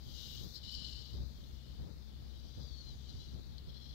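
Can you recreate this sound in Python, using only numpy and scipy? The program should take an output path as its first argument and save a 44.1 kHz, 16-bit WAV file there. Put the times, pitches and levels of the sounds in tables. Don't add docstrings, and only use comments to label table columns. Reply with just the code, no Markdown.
import sys
import numpy as np
from scipy import signal
from scipy.fft import rfft, irfft
from scipy.io import wavfile
from scipy.ndimage import uniform_filter1d

SR = 44100
rng = np.random.default_rng(int(sys.argv[2]) if len(sys.argv) > 2 else 0)


def amplitude_ratio(level_db):
    exponent = np.asarray(level_db, float) / 20
    return 10 ** exponent


def put_to_file(sound):
    columns = np.atleast_2d(sound).T
    safe = np.clip(columns, -1, 1)
    whole_steps = np.round(safe * 32767)
    wavfile.write(sys.argv[1], SR, whole_steps.astype(np.int16))


N = 173754
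TIME = np.arange(N) / SR

# time_s, level_db, treble_db (against the level)
FLOCK_HISS = [(0, -64, -13), (.13, -56, -11), (.18, -52, -12), (.38, -52, -12), (.47, -56, -11),
              (.58, -57, -14), (.61, -62, -17), (.65, -55, -17), (.9, -54, -16), (1.12, -60, -16),
              (1.25, -62.5, -14), (1.72, -63.5, -14), (1.95, -66, -15), (2.35, -64, -16), (2.6, -60, -15),
              (2.95, -61.5, -14), (3.22, -60.5, -13), (3.45, -63, -16), (3.65, -65, -17),
              (3.94, -62.5, -16)]
# pitch_hz, relative_db_per_hz
FLOCK_COLOUR = [(1500, -9.5), (2800, -9), (3400, -5), (4100, -3), (4800, -6.5), (5600, -13.5), (7000, -22),
                (8500, -37), (11000, -44)]
# time_s, level_db
RASP_LEVELS = [
    [(.52, -65), (.56, -50), (.595, -59.5), (.625, -65.5), (.64, -55.5), (.73, -50), (.92, -52), (1.0, -55),
     (1.17, -66)],
    [(3.07, -72), (3.1, -57), (3.14, -68), (3.18, -70), (3.21, -57), (3.25, -64), (3.36, -72)],
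    [(3.66, -81), (3.69, -56), (3.725, -71), (3.76, -59), (3.9, -61), (3.96, -70)],
    [(2.38, -75), (2.45, -72.5), (2.92, -68.5)],
]
# pitch_hz, base_width_hz, relative_db
RASP_THROATS = [
    [(3010, 50, -3.5), (4170, 80, 0), (4600, 130, 0), (5150, 120, -5), (6800, 400, -17)],
    [(3400, 130, -9), (4050, 100, 0), (4780, 120, -8), (5300, 250, -9)],
    [(3340, 90, -6), (4140, 60, 0), (5400, 90, -8)],
    [(4830, 160, 0), (5750, 160, -3)],
]
# time_s, pitch_hz, level_db
WHISTLE_PATH = [(2.6, 5100, -65), (2.64, 4810, -63.5), (2.668, 4720, -62), (2.694, 4545, -66),
                (2.736, 4400, -61), (2.815, 4375, -59), (2.84, 4170, -66), (2.895, 4100, -58),
                (2.945, 3790, -67)]
# start_s, strength_db, ring_hz
CLICK_EVENTS = [(1.4401, -44, 3580), (3.582, -36.5, 4160)]
# time_s, level_db
AIR_LEVEL = [(0, -76), (.15, -67.5), (.35, -64), (.57, -67.5), (.6, -78), (.71, -81), (.716, -62),
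             (.76, -74), (.78, -83), (.89, -73), (.93, -75.5), (1.8, -82)]
# pitch_hz, relative_db_per_hz
AIR_COLOUR = [(8000, -13), (10500, -18.5), (12000, -4), (14000, -0.5), (16000, -5.5)]
# time_s, edge_hz
RESTING_EDGE = [(0, 3000), (.2, 2770), (.9, 2740), (2.3, 2870), (3.94, 2780)]
# time_s, pitch_hz
ENGINE_PITCH = [(0, 65.83), (.7, 66.18), (1.4, 64.06), (2.0, 63.72), (2.9, 65.26), (3.94, 65.9)]
# time_s, level_db
ENGINE_LEVEL = [(.15, -51), (.25, -53.5), (.45, -47.5), (.54, -60), (.76, -51), (1.1, -50.5), (1.2, -42),
                (1.36, -51), (1.6, -51), (1.75, -55), (1.82, -45.5), (1.97, -53), (2.1, -50.5),
                (2.9, -50.5), (3.35, -51.5), (3.55, -53), (3.94, -49.5)]
# multiple_of_base_pitch, relative_db, wobble_db
ENGINE_ORDERS = [(1, -1.5, 3.03), (2, -14, 1.2), (3.5, -20.5, 3.56)]
# start_s, length_s, left_level_db, right_level_db, edge_rise_hz
GUST_EVENTS = [(0.027, 0.124, -56, -56.5, 2), (0.386, 0.1, -47.5, -54, 697),
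               (1.125, 0.13, -47.5, -43.5, 697), (1.778, 0.089, -47.5, -43.5, 417),
               (1.857, 0.075, -46, -60, 600), (2.561, 0.1, -48, -45, 405), (3.125, 0.124, -61, -49.5, 2),
               (3.312, 0.11, -48.5, -48, 622), (3.671, 0.048, -51.5, -50, -4)]
# pitch_hz, relative_db_per_hz
STEADY_LEFT = [(10, -27), (35, -10), (60, -6), (120, -3), (250, -11), (500, -20), (900, -30), (2000, -37),
               (5000, -50)]
STEADY_RIGHT = [(10, -22), (32, 0), (80, -1), (150, -7), (250, -17), (400, -29), (2000, -55)]
GUST_COLOUR_LEFT = [(20, -38), (90, 9.5), (200, 1), (500, -12), (1000, -23.5), (2000, -35.5), (4000, -83)]
GUST_COLOUR_RIGHT = [(20, -19), (90, -0.5), (150, -8), (300, -28.5), (600, -35), (1500, -73)]
# pitch_hz, level_db_per_hz
ELECTRONICS = [(500, -103), (1000, -107), (3500, -110), (7000, -118), (10000, -121), (11200, -120),
               (12000, -116), (16000, -114)]

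TREBLE_MEAN_DB, TILT_HZ = -16, 4900
SLAPS_PER_S, SLAP_SPREAD_DB, BREATH_SHARE = 2000, 6, 0.45
EDGE_CUT_DB, EDGE_SOFT_HZ = -17, 6
EDGE_LAG_S, EDGE_RISE_S, EDGE_FALL_S = 0.058, 0.045, 0.08
WIND_DB_LEFT, WIND_DB_RIGHT = -56, -54
LUMP_DB_LEFT, LUMP_DB_RIGHT, LUMP_HZ = 1.6, 4, 30
LEFT_PORT_DB, TOP_HZ = 5, 15735


def evened(x):
    return x / np.sqrt(np.mean(x ** 2) + 1e-20)


def curve(rows, col=1):
    table = np.array(rows)
    return np.interp(TIME, table[:, 0], table[:, col])


def spectrum(points, hz):
    f, value = np.transpose(points)
    return np.interp(np.log(hz + 1), np.log(f + 1), value)


def shaped(x, rule, size):
    overlap = size * 3 // 4
    hz, t, z = signal.stft(x, SR, nperseg=size, noverlap=overlap)
    z = z * amplitude_ratio(rule(hz[:, None], t))
    return signal.istft(z, SR, nperseg=size, noverlap=overlap)[1][:N]


def coloured(points):
    gain = amplitude_ratio(spectrum(points, np.fft.rfftfreq(N, 1 / SR)))
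    return irfft(rfft(rng.standard_normal(N)) * gain, N) * np.sqrt(SR / 2)


def drift(rate_hz):
    smoothing = 1 + (np.fft.rfftfreq(N, 1 / SR) / rate_hz) ** 4
    return evened(irfft(rfft(rng.standard_normal(N)) / smoothing, N))


def resonate(x, hz, width):
    turn = np.exp(2j * np.pi * np.cumsum(hz * np.ones(len(x))) / SR)
    r = np.exp(-np.pi * width / SR)
    return 2 * (turn * signal.lfilter([1 - r], [1, -r], x / turn)).real


def gate(rows, fade_s=.014):
    return np.clip(np.minimum(TIME - rows[0][0], rows[-1][0] - TIME) / fade_s, 0, 1)


def smooth_grain(shape, across, along):
    grain = uniform_filter1d(rng.standard_normal(shape), size=across, axis=0)
    return evened(uniform_filter1d(grain, size=along, axis=1))


def flock():
    def rule(hz, t):
        shape = (len(hz), len(t))
        patches = smooth_grain(shape, across=5, along=14)
        ridges = smooth_grain(shape, across=2, along=90)
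        grain_db = 1.4 * patches + 2.0 * ridges
        tilt_db = np.interp(t, TIME, curve(FLOCK_HISS, col=2)) - TREBLE_MEAN_DB
        tilt_share = np.clip(np.log2(hz / TILT_HZ + 1e-9) / 0.34, 0, 1.2)
        return spectrum(FLOCK_COLOUR, hz) + grain_db + tilt_db * tilt_share
    hiss = evened(shaped(rng.standard_normal(N), rule, size=512))
    return hiss * amplitude_ratio(curve(FLOCK_HISS) + 0.38 * drift(28))


def rasp(rows, throat):
    slap_size = amplitude_ratio(SLAP_SPREAD_DB * np.minimum(rng.exponential(1, N), 2))
    slaps = (rng.random(N) < SLAPS_PER_S / SR) * slap_size * rng.choice([-1, 1], N)
    drive = (1 - BREATH_SHARE) * evened(slaps) + BREATH_SHARE * rng.standard_normal(N)
    drive = drive * amplitude_ratio(1.6 * np.clip(drift(39), -2, 1.5))
    sway = 1 + .008 * drift(15)
    voice = 0
    for hz, width, db in throat:
        ring = resonate(drive, hz * sway, 1.6 * width)
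        ring = resonate(ring, hz * sway, 6 * width)
        voice = voice + amplitude_ratio(db + 1.3 * drift(25)) * evened(ring)
    return evened(voice) * amplitude_ratio(curve(rows)) * gate(rows)


def whistle():
    hz = curve(WHISTLE_PATH) + 12 * drift(59.9)
    tone = np.sqrt(2) * np.sin(2 * np.pi * np.cumsum(hz) / SR)
    return tone * amplitude_ratio(curve(WHISTLE_PATH, col=2) + 1.3 * drift(60)) * gate(WHISTLE_PATH)


def clicks():
    out, t = np.zeros(N + 3000), np.arange(3000) / SR
    for s, db, hz in CLICK_EVENTS:
        ring = np.sin(2 * np.pi * hz * t) + np.sin(2 * np.pi * hz * 1.09 * t)
        ring = 0.25 * ring * amplitude_ratio(-60 * t / .035)
        crack = .13 * rng.standard_normal(3000) * amplitude_ratio(-60 * t / .006)
        out[round(s * SR):][:3000] += amplitude_ratio(db) * (ring + crack)
    return signal.lfilter(*signal.butter(2, 6000, fs=SR), out[:N])


def air():
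    fade = np.clip((AIR_LEVEL[-1][0] - TIME) / 0.28, 0, 1)
    return evened(coloured(AIR_COLOUR)) * amplitude_ratio(curve(AIR_LEVEL) + 1.0 * drift(30)) * fade


def edge_filter(birds):
    edge_hz = curve(RESTING_EDGE)
    for s, length, _, _, rise_hz in GUST_EVENTS:
        t = TIME - s - length / 2 - EDGE_LAG_S
        hump = np.exp(-.5 * (t / np.where(t < 0, EDGE_RISE_S, EDGE_FALL_S)) ** 2)
        edge_hz = edge_hz + rise_hz * hump

    def rule(hz, t):
        above = (hz - np.interp(t, TIME, edge_hz)) / EDGE_SOFT_HZ
        return EDGE_CUT_DB / (1 + np.exp(np.clip(above, -50, 50)))
    return shaped(birds, rule, size=1024)


def engine():
    turns = np.cumsum(curve(ENGINE_PITCH)) / SR
    tones = 0
    for k, db, wobble_db in ENGINE_ORDERS:
        phase = k * turns + rng.random() + 0.048 * k * drift(8.0)
        tones = tones + amplitude_ratio(db + wobble_db * drift(27)) * np.sin(2 * np.pi * phase)
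    return amplitude_ratio(curve(ENGINE_LEVEL)) * np.sqrt(2) * tones


def wind(steady, steady_db, gusty, lump_db, col):
    lumps = amplitude_ratio(lump_db * np.clip(drift(LUMP_HZ), -2.5, 1.6))
    gusts = 0
    for row in GUST_EVENTS:
        ends = [(row[0],), (row[0] + row[1],)]
        gusts = gusts + amplitude_ratio(row[col]) * gate(ends, fade_s=0.018)
    steady_part = amplitude_ratio(steady_db + 0.67 * drift(4.7)) * evened(coloured(steady) * lumps)
    return steady_part + gusts * evened(coloured(gusty) * np.sqrt(lumps))


def whine():
    hz = 11400 * (1 + 0.0011 * drift(71))
    return amplitude_ratio(-89) * np.sin(2 * np.pi * np.cumsum(hz) / SR)


def electronics():
    return coloured(ELECTRONICS)


def scene():
    birds = flock() + whistle() + clicks() + air()
    for rows, throat in zip(RASP_LEVELS, RASP_THROATS):
        birds = birds + rasp(rows, throat)
    left = amplitude_ratio(LEFT_PORT_DB) * (edge_filter(birds) + engine())
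    left = left + wind(STEADY_LEFT, WIND_DB_LEFT, GUST_COLOUR_LEFT, LUMP_DB_LEFT, col=2)
    left = left + whine() + electronics()
    right = wind(STEADY_RIGHT, WIND_DB_RIGHT, GUST_COLOUR_RIGHT, LUMP_DB_RIGHT, col=3) + electronics()
    return np.array([left, right])


def low_pass(x):
    return signal.sosfilt(signal.butter(12, 15740, fs=SR, output="sos"), x)


def record(dry):
    kept = np.fft.rfftfreq(N, 1 / SR) < TOP_HZ
    mix = irfft(rfft(dry) * kept, N)
    return low_pass(mix)


dry = scene()
out = record(dry)
put_to_file(out)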